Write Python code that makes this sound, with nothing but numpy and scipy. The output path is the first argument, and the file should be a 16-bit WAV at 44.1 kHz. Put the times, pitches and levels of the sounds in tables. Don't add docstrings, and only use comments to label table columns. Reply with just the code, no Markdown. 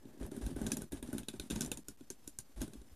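import sys
import numpy as np
from scipy import signal
from scipy.fft import rfft, irfft
from scipy.io import wavfile
from scipy.ndimage import uniform_filter1d

SR = 44100
rng = np.random.default_rng(int(sys.argv[2]) if len(sys.argv) > 2 else 0)


def nominal_scale(level):
    x = np.asarray(level, float) / 20
    return 10 ** x


def put_to_file(sound):
    columns = np.atleast_2d(sound).T
    safe = np.clip(columns, -1, 1)
    whole_steps = np.round(safe * 32767)
    wavfile.write(sys.argv[1], SR, whole_steps.astype(np.int16))


N = 130095
EDGE_HZ = 14300

# frequency in Hz, level in dB, t60 in seconds.
WOOD = [(116.9, -2, 0.14), (157.1, -6.5, 0.19), (210.7, -3.5, 0.15), (229.1, 3.5, 0.072),
        (273.5, 1.5, 0.082), (304.2, -4, 0.09), (342, -2, 0.085), (396, -1.5, 0.09), (537, -8, 0.054),
        (616, -6, 0.085), (845, -27, 0.061)]


def evened(x):
    return x / np.sqrt(np.mean(x ** 2) + 1e-20)


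def curve_at(points, hz):
    f, value = np.transpose(points)
    return np.interp(np.log(hz + 1), np.log(f + 1), value)


def add(mix, start_s, sound):
    part = mix[round(start_s * SR):][:len(sound)]
    part += sound[:len(part)]


def colour(x, points):
    gain = nominal_scale(curve_at(points, np.fft.rfftfreq(len(x), 1 / SR)))
    return irfft(rfft(x) * gain, len(x))


def slow(size):
    smooth = uniform_filter1d(rng.standard_normal(N), size)
    return evened(uniform_filter1d(smooth, size))


def crackle(shape):
    clicks_per_s, spread_db = 4600, 1
    size = nominal_scale(spread_db * np.minimum(rng.exponential(1, shape), 4)) * rng.standard_normal(shape)
    return evened(size * (rng.random(shape) < clicks_per_s / SR))


def body(modes, detune=0, luck=1):
    t = np.arange(SR // 6) / SR
    hz, db, t60 = np.transpose(modes)[:, :, None]
    decay = nominal_scale(db - 60 * t / t60)
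    ring = (luck * decay * np.sin(2 * np.pi * hz * (1 + detune) * t)).sum(0)
    return ring / np.linalg.norm(ring)


def alternating(modes):
    return (-1.) ** np.arange(len(modes))[:, None]


def hush():
    # frequency in Hz, level in dB per Hz.
    hush_tone = [(25, -4), (55, 2.5), (130, -10.5), (260, -4), (509, -12.5), (845, -16), (2150, -21.5),
                 (13500, -24), (14700, -23.5)]
    level_db, patch_db = -66.5, 2
    level = nominal_scale(level_db + patch_db * slow(size=500))
    return level * evened(colour(rng.standard_normal(N), hush_tone))


def thumps():
    # start in seconds, length in seconds, level in dB.
    pushes = [(0.051, 0.049, -59), (0.199, 0.048, -37), (0.417, 0.024, -35.5), (0.451, 0.032, -31.5),
              (0.546, 0.034, -41.5), (0.599, 0.085, -42.5), (0.765, 0.068, -49), (0.907, 0.051, -44),
              (0.969, 0.026, -49), (1.027, 0.028, -44.5), (1.12, 0.1, -47), (1.275, 0.046, -57),
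              (1.396, 0.011, -41.5), (1.444, 0.02, -64), (1.508, 0.075, -41), (1.585, 0.12, -57),
              (1.675, 0.026, -49), (1.723, 0.042, -51), (1.887, 0.022, -54), (2.265, 0.046, -56),
              (2.376, 0.051, -61.5), (2.553, 0.066, -41), (2.599, 0.044, -40.5), (2.748, .03, -55),
              (2.776, 0.047, -49.5), (2.924, .03, -47)]
    mode_hz, width_hz, trim_db = 51.1, 15.4, -4
    b, a = signal.iirpeak(mode_hz, mode_hz / width_hz, SR)
    low = signal.lfilter(b, a, signal.lfilter(b, a, rng.standard_normal(N)))
    out = np.zeros(N)
    for start_s, length_s, db in pushes:
        piece = low[round(start_s * SR):][:round((length_s + .02) * SR)]
        thump = evened(piece) * signal.windows.tukey(len(piece), .6)
        add(out, start_s - 0.00966 * (start_s > .01), nominal_scale(db + trim_db) * thump)
    return out


def spells(column):
    # start in seconds, length in seconds, rumble level in dB, rub level in dB.
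    contacts = [(0, 0.3, -59.5, -92), (0.198, 0.082, -48, -62.5), (0.312, 0.1, -50, -62.5),
                (0.412, 0.13, -46.5, -59), (0.558, 0.16, -45, -59), (0.7, 0.15, -51, -61.5),
                (0.912, 0.089, -50, -59.5), (1.023, 0.12, -53, -63.5), (1.129, 0.095, -48.5, -58),
                (1.33, 0.051, -60, -61.5), (1.42, 0.064, -65, -63), (1.499, 0.11, -47.5, -54),
                (1.603, 0.097, -48.5, -58), (1.703, 0.096, -56, -70), (2.56, 0.098, -53.5, -64.5),
                (2.604, 0.053, -56, -54.5), (2.664, 0.15, -61, -71.5), (2.813, 0.2, -67.5, -75)]
    rise_s, fall_s = 0.0023, 0.031
    t, level = np.arange(N) / SR, np.zeros(N)
    for row in contacts:
        since_s = t - row[0]
        rise = np.clip(since_s / rise_s, 0, 1)
        fall = np.exp(-np.maximum(since_s - row[1] + fall_s, 0) ** 2 / fall_s ** 2)
        level += nominal_scale(row[column]) * rise * fall
    return level


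def rocking():
    # frequency in Hz, level in dB, t60 in seconds.
    scrape = [(710, 5, 0.0037), (1635, -11, 0.011)]
    bumps_per_s, spread_db, trim_db, scrape_db = 300, 2, -3, -9.5
    size = nominal_scale(spread_db * np.minimum(rng.exponential(1, N), 2.5)) * rng.choice([-1., 1.], N)
    hits = evened((rng.random(N) < bumps_per_s / SR) * size)
    hits = hits * spells(column=2) * nominal_scale(trim_db)
    response = body(WOOD, 0, alternating(WOOD)) + nominal_scale(scrape_db) * body(scrape)
    return signal.fftconvolve(hits, response)[:N]


def whirr():
    # frequency in Hz, level in dB per Hz.
    whirr_tone = [(350, -28), (600, -6.5), (1530, -14), (2230, -15.5), (3800, -12.5), (4120, -17.5),
                  (8040, -15.5), (9560, -10), (14700, -31)]
    trim_db, flicker_db = -1, 1.6
    hiss = evened(colour(rng.standard_normal(N), whirr_tone))
    return hiss * spells(column=3) * nominal_scale(trim_db + flicker_db * slow(size=300))


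def bumps():
    # time of the peak in seconds, peak level in dB, pitch in Hz.
    nods = [(0.056, -42, 260), (0.074, -53, 260), (0.091, -47, 247), (0.15, -47, 276), (0.174, -45.5, 268),
            (0.193, -46, 260), (.212, -35.5, 262), (0.241, -62, 270), (0.348, -45, 306),
            (0.378, -34.5, 230), (0.412, -36.5, 271), (0.515, -34.5, 260), (0.527, -38, 164),
            (0.588, -39, 314), (0.636, -35.5, 254), (0.649, -34.5, 202), (.685, -40, 219),
            (0.734, -32, 260), (0.746, -36.5, 180), (0.791, -37, 230), (0.841, -41, 224), (0.944, -37, 285),
            (.975, -42.5, 248), (1.049, -44, 260), (1.09, -33.5, 260), (1.151, -29, 257),
            (1.165, -33.5, 257), (1.2, -37, 227), (1.439, -42.5, 240), (1.462, -44, 234), (1.531, -32, 200),
            (1.576, -33, 224), (1.59, -46, 260), (1.636, -33.5, 233), (1.673, -40, 260),
            (1.791, -41.5, 267), (1.722, -41, 495), (2.013, -46.5, 260), (2.106, -40.5, 372),
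            (2.279, -42, 290), (2.39, -47.5, 120), (2.496, -57, 253), (2.572, -47, 237),
            (2.634, -38.5, 302), (2.755, -41.5, 262)]
    rise_s, t60_s = 0.0031, 0.045
    t, out = np.arange(SR // 10) / SR, np.zeros(N)
    after_s = t - rise_s
    shape = np.minimum(t / rise_s, 1) ** 2 * nominal_scale(-60 * np.maximum(after_s, 0) / t60_s)
    for peak_s, db, hz in nods:
        add(out, peak_s - rise_s, -nominal_scale(db) * shape * np.cos(2 * np.pi * hz * after_s))
    return out


def wood_knock(push, snap, grit, shift, rim_db):
    # frequency in Hz, level in dB, t60 in seconds.
    rim_modes = [(885, -3, 0.051), (1526, 1, 0.048)]
    roughness, mode_bias, low_cut_hz, rim_detune = 0.4, .5, 260, .04
    luck = np.tanh(2 * (mode_bias + shift[:len(WOOD)]))
    knock = signal.fftconvolve(push * (1 + roughness * grit), body(WOOD, 0, luck))
    knock = signal.lfilter(*signal.butter(2, low_cut_hz, "high", fs=SR), knock)
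    rim = signal.fftconvolve(snap * grit, body(rim_modes, rim_detune * shift[-2:]))
    knock = knock / np.linalg.norm(knock) + nominal_scale(rim_db) * rim / np.linalg.norm(rim)
    return knock / np.linalg.norm(knock)


def ticks():
    # time in seconds, cap ring level in dB, weight ring level in
    # dB, arm ring level in dB, knock on wood level in dB.
    tick_rows = [(0.0528, -75, -77, -68, -57), (0.2293, -52.5, -64.5, -59, -51),
                 (0.2642, -48.5, -78, -74, -50.5), (0.3153, -50.5, -62, -66, -38.5),
                 (0.3645, -47, -71, -68, -38.5), (0.4639, -42.5, -52, -53.5, -37.5),
                 (0.5635, -48.5, -66, -86, -35.5), (0.615, -44.5, -55, -62, -33),
                 (0.665, -39, -43.5, -44, -33.5), (.67, -43, -47, -56, -39), (0.7179, -27.5, -33.5, -41, -34.5),
                 (0.7691, -35.5, -42, -51.5, -36.5), (0.8191, -39, -51, -61, -41),
                 (0.9204, -36.5, -49.5, -50.5, -37), (.9248, -44, -52, -52, -38.5),
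                 (.9707, -65, -63, -60.5, -50), (1.0268, -42, -60, -51.5, -38.5), (1.0749, -52, -62, -60, -50.5),
                 (1.129, -38.5, -66, -84, -34), (1.1815, -36.5, -49.5, -47.5, -41.5),
                 (1.2318, -57, -62, -56, -51),
                 (1.2844, -36.5, -43, -39, -40.5), (1.3383, -66, -65, -60.5, -40),
            (1.3973, -39, -47, -40.5, -41), (1.501, -43, -43.5, -44.5, -41.5),
            (1.5071, -37, -45, -43, -32.5), (1.5148, -48, -49, -44.5, -61),
            (1.5574, -43.5, -56, -52, -37.5), (1.5606, -58, -44, -50, -37.5),
            (1.608, -33, -35, -44.5, -33.5), (1.618, -36.5, -39, -50, -45), (1.626, -48, -60, -53, -55),
            (1.6473, -42, -47.5, -56, -43), (1.6608, -42, -47.5, -78, -48),
            (1.716, -31, -40.5, -38.5, -38.5), (1.7728, -40, -47.5, -55.5, -47.5),
            (1.8839, -38.5, -45, -57.5, -45), (2.0081, -60, -67.5, -65.5, -50),
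            (2.102, -40.5, -40, -54.5, -48), (2.2755, -39, -45.5, -58.5, -58.5),
            (2.387, -35, -41, -70, -52), (2.616, -37, -44, -50.5, -33.5), (2.6783, -52.5, -66, -64, -46),
            (2.734, -52.5, -59, -60, -50), (2.816, -63, -69, -69, -54.5)]
    # frequency in Hz, level in dB, t60 in seconds.
    cap = [(7980, -12, 0.0086), (9070, 1, 0.0064), (9730, 0, 0.0071), (10950, 2.5, 0.0022),
           (13200, -26, 0.00077), (11740, -10, 0.0066)]
    weight = [(5390, -3.5, 0.0034), (6110, -2, 0.0064), (6940, 1.5, 0.0079), (7190, -3, 0.0019)]
    arm = [(1574, -9.5, 0.0072), (2540, -3.5, 0.019), (3240, 4, 0.0049), (3450, 0, 0.024), (3866, 5, 0.012),
           (4650, -12.5, 0.0093)]
    # frequency in Hz, level in dB per Hz.
    loose_tone = [(900, 3), (2400, -31), (3500, 0), (5000, -2.5), (10000, 19.5), (15000, -3.5)]
    contact_s, knock_rise_s = 0.0012, 0.00065
    ring_trim_db, cap_trim_db, knock_trim_db, rim_db = 2.5, -3, 1.5, -14
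    chatter_db, chatter_t60_s, chatter_end_s, loose_db = -12, 0.12, 0.054, -18
    detune, loose_detune = .02, .05

    t, out = np.arange(SR // 8) / SR, np.zeros(N)
    snap = ((t / contact_s) * np.exp(1 - t / contact_s)) ** 2
    push = (t / knock_rise_s) * np.exp(1 - t / knock_rise_s)
    chatter = nominal_scale(-60 * t / chatter_t60_s) * np.minimum(t / 0.0023, 1)
    chatter *= np.exp(-(t / chatter_end_s) ** 4)
    rows = tick_rows
    grits = rng.standard_normal((len(rows), 5, len(t)))
    shifts = rng.standard_normal((len(rows), 4, 14, 1))
    balls = crackle((len(rows), 3, len(t)))
    for (s, cap_db, weight_db, arm_db, wood_db), grit, shift, ball in zip(rows, grits, shifts, balls):
        levels_db = [cap_db + cap_trim_db, weight_db + ring_trim_db, arm_db + ring_trim_db]
        for k, modes in enumerate([cap, weight, arm]):
            ring = body(modes, detune * shift[k, :len(modes)], alternating(modes))[:1500]
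            hit = signal.fftconvolve(snap * grit[k], ring)
            hit *= np.linalg.norm(snap) / np.linalg.norm(hit)
            loose_ring = body(modes, loose_detune * shift[k, ::-1][:len(modes)])[:1500]
            rattle = signal.fftconvolve(chatter * ball[k], loose_ring)
            add(out, s - .0006, nominal_scale(levels_db[k]) * (hit + nominal_scale(chatter_db) * rattle))
        broad = evened(colour(grit[4], loose_tone)) * (snap + chatter)
        add(out, s - .0006, np.linalg.norm(nominal_scale(levels_db)) * nominal_scale(loose_db) * broad)
        rim_share_db = rim_db + .5 * (max(levels_db) - wood_db)
        knock = wood_knock(push, snap, grit[3], shift[3], rim_share_db)
        add(out, s - .001, nominal_scale(wood_db + knock_trim_db + 22.5) * knock)
    return out


def scene():
    mid = hush() + thumps() + rocking() + whirr() + bumps() + ticks()
    mid = signal.sosfilt(signal.butter(3, 36, "high", fs=SR, output="sos"), mid)
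    return np.array([mid, mid])


def swapped(mid):
    # frequency in Hz, share of blocks swapped (0 to 1).
    swap_share = [(4000, 0), (5000, .12), (7000, .4), (9500, .65), (13500, .55), (14500, 0)]
    side_db, jump_db = -1.5, 8.5
    hz, _, z = signal.stft(mid, SR, nperseg=512, noverlap=384)
    field = rng.random((z.shape[1] // 12 + 1, z.shape[0] // 10 + 1))
    field = field.repeat(12, axis=0).repeat(10, axis=1)
    on = field[:z.shape[1], :z.shape[0]].T < curve_at(swap_share, hz)[:, None]
    treble_db = 10 * np.log10((abs(z[50:]) ** 2).sum(0) + 1e-14)
    jump = np.r_[treble_db[4:] - treble_db[:-4], np.zeros(4)] > jump_db
    calm = uniform_filter1d(jump * 1., size=9, origin=3) < .01
    level = np.sqrt(uniform_filter1d(abs(z) ** 2, size=5, axis=0))
    phase = np.exp(2j * np.pi * rng.random(z.T.shape).T)
    side = signal.istft(level * on * calm * phase, SR, nperseg=512, noverlap=384)[1][:N]
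    return 2 * nominal_scale(side_db) * side


def top_on_attacks(x):
    top_hz, jump_db, level_db = 16100, 8, -13
    top = signal.sosfiltfilt(signal.butter(4, [EDGE_HZ, top_hz], "band", fs=SR, output="sos"), x)
    power = abs(uniform_filter1d(top ** 2, size=180)) + 1e-14
    opened = power > nominal_scale(2 * jump_db) * np.roll(power, shift=200, axis=1) + 1e-7
    return nominal_scale(level_db) * top * uniform_filter1d(opened * 1., size=60)


def low_pass(x):
    return signal.sosfilt(signal.butter(12, 16150, fs=SR, output="sos"), x)


def record(dry):
    # centre in seconds, length in seconds, depth in dB.
    gate = [
        (0.911, 0.03, -8.5),
        (1.84, 0.0054, -30),
        (1.969, 0.0056, -35),
        (2.893, 0.0044, -33),
    ]
    offset = -.0012
    t = np.arange(N) / SR
    gate_db = sum(db * np.exp(-((t - s) / length_s * 2) ** 4) for s, length_s, db in gate)
    gated = dry * nominal_scale(gate_db)
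    wide = gated + swapped(gated[0]) * np.array([[1], [-1]])
    taps = signal.firwin(255, EDGE_HZ, window=("kaiser", 7), fs=SR)
    limited = signal.oaconvolve(wide, taps[None], "same")
    return low_pass(limited + top_on_attacks(gated) + offset)


dry = scene()
out = record(dry)
put_to_file(out)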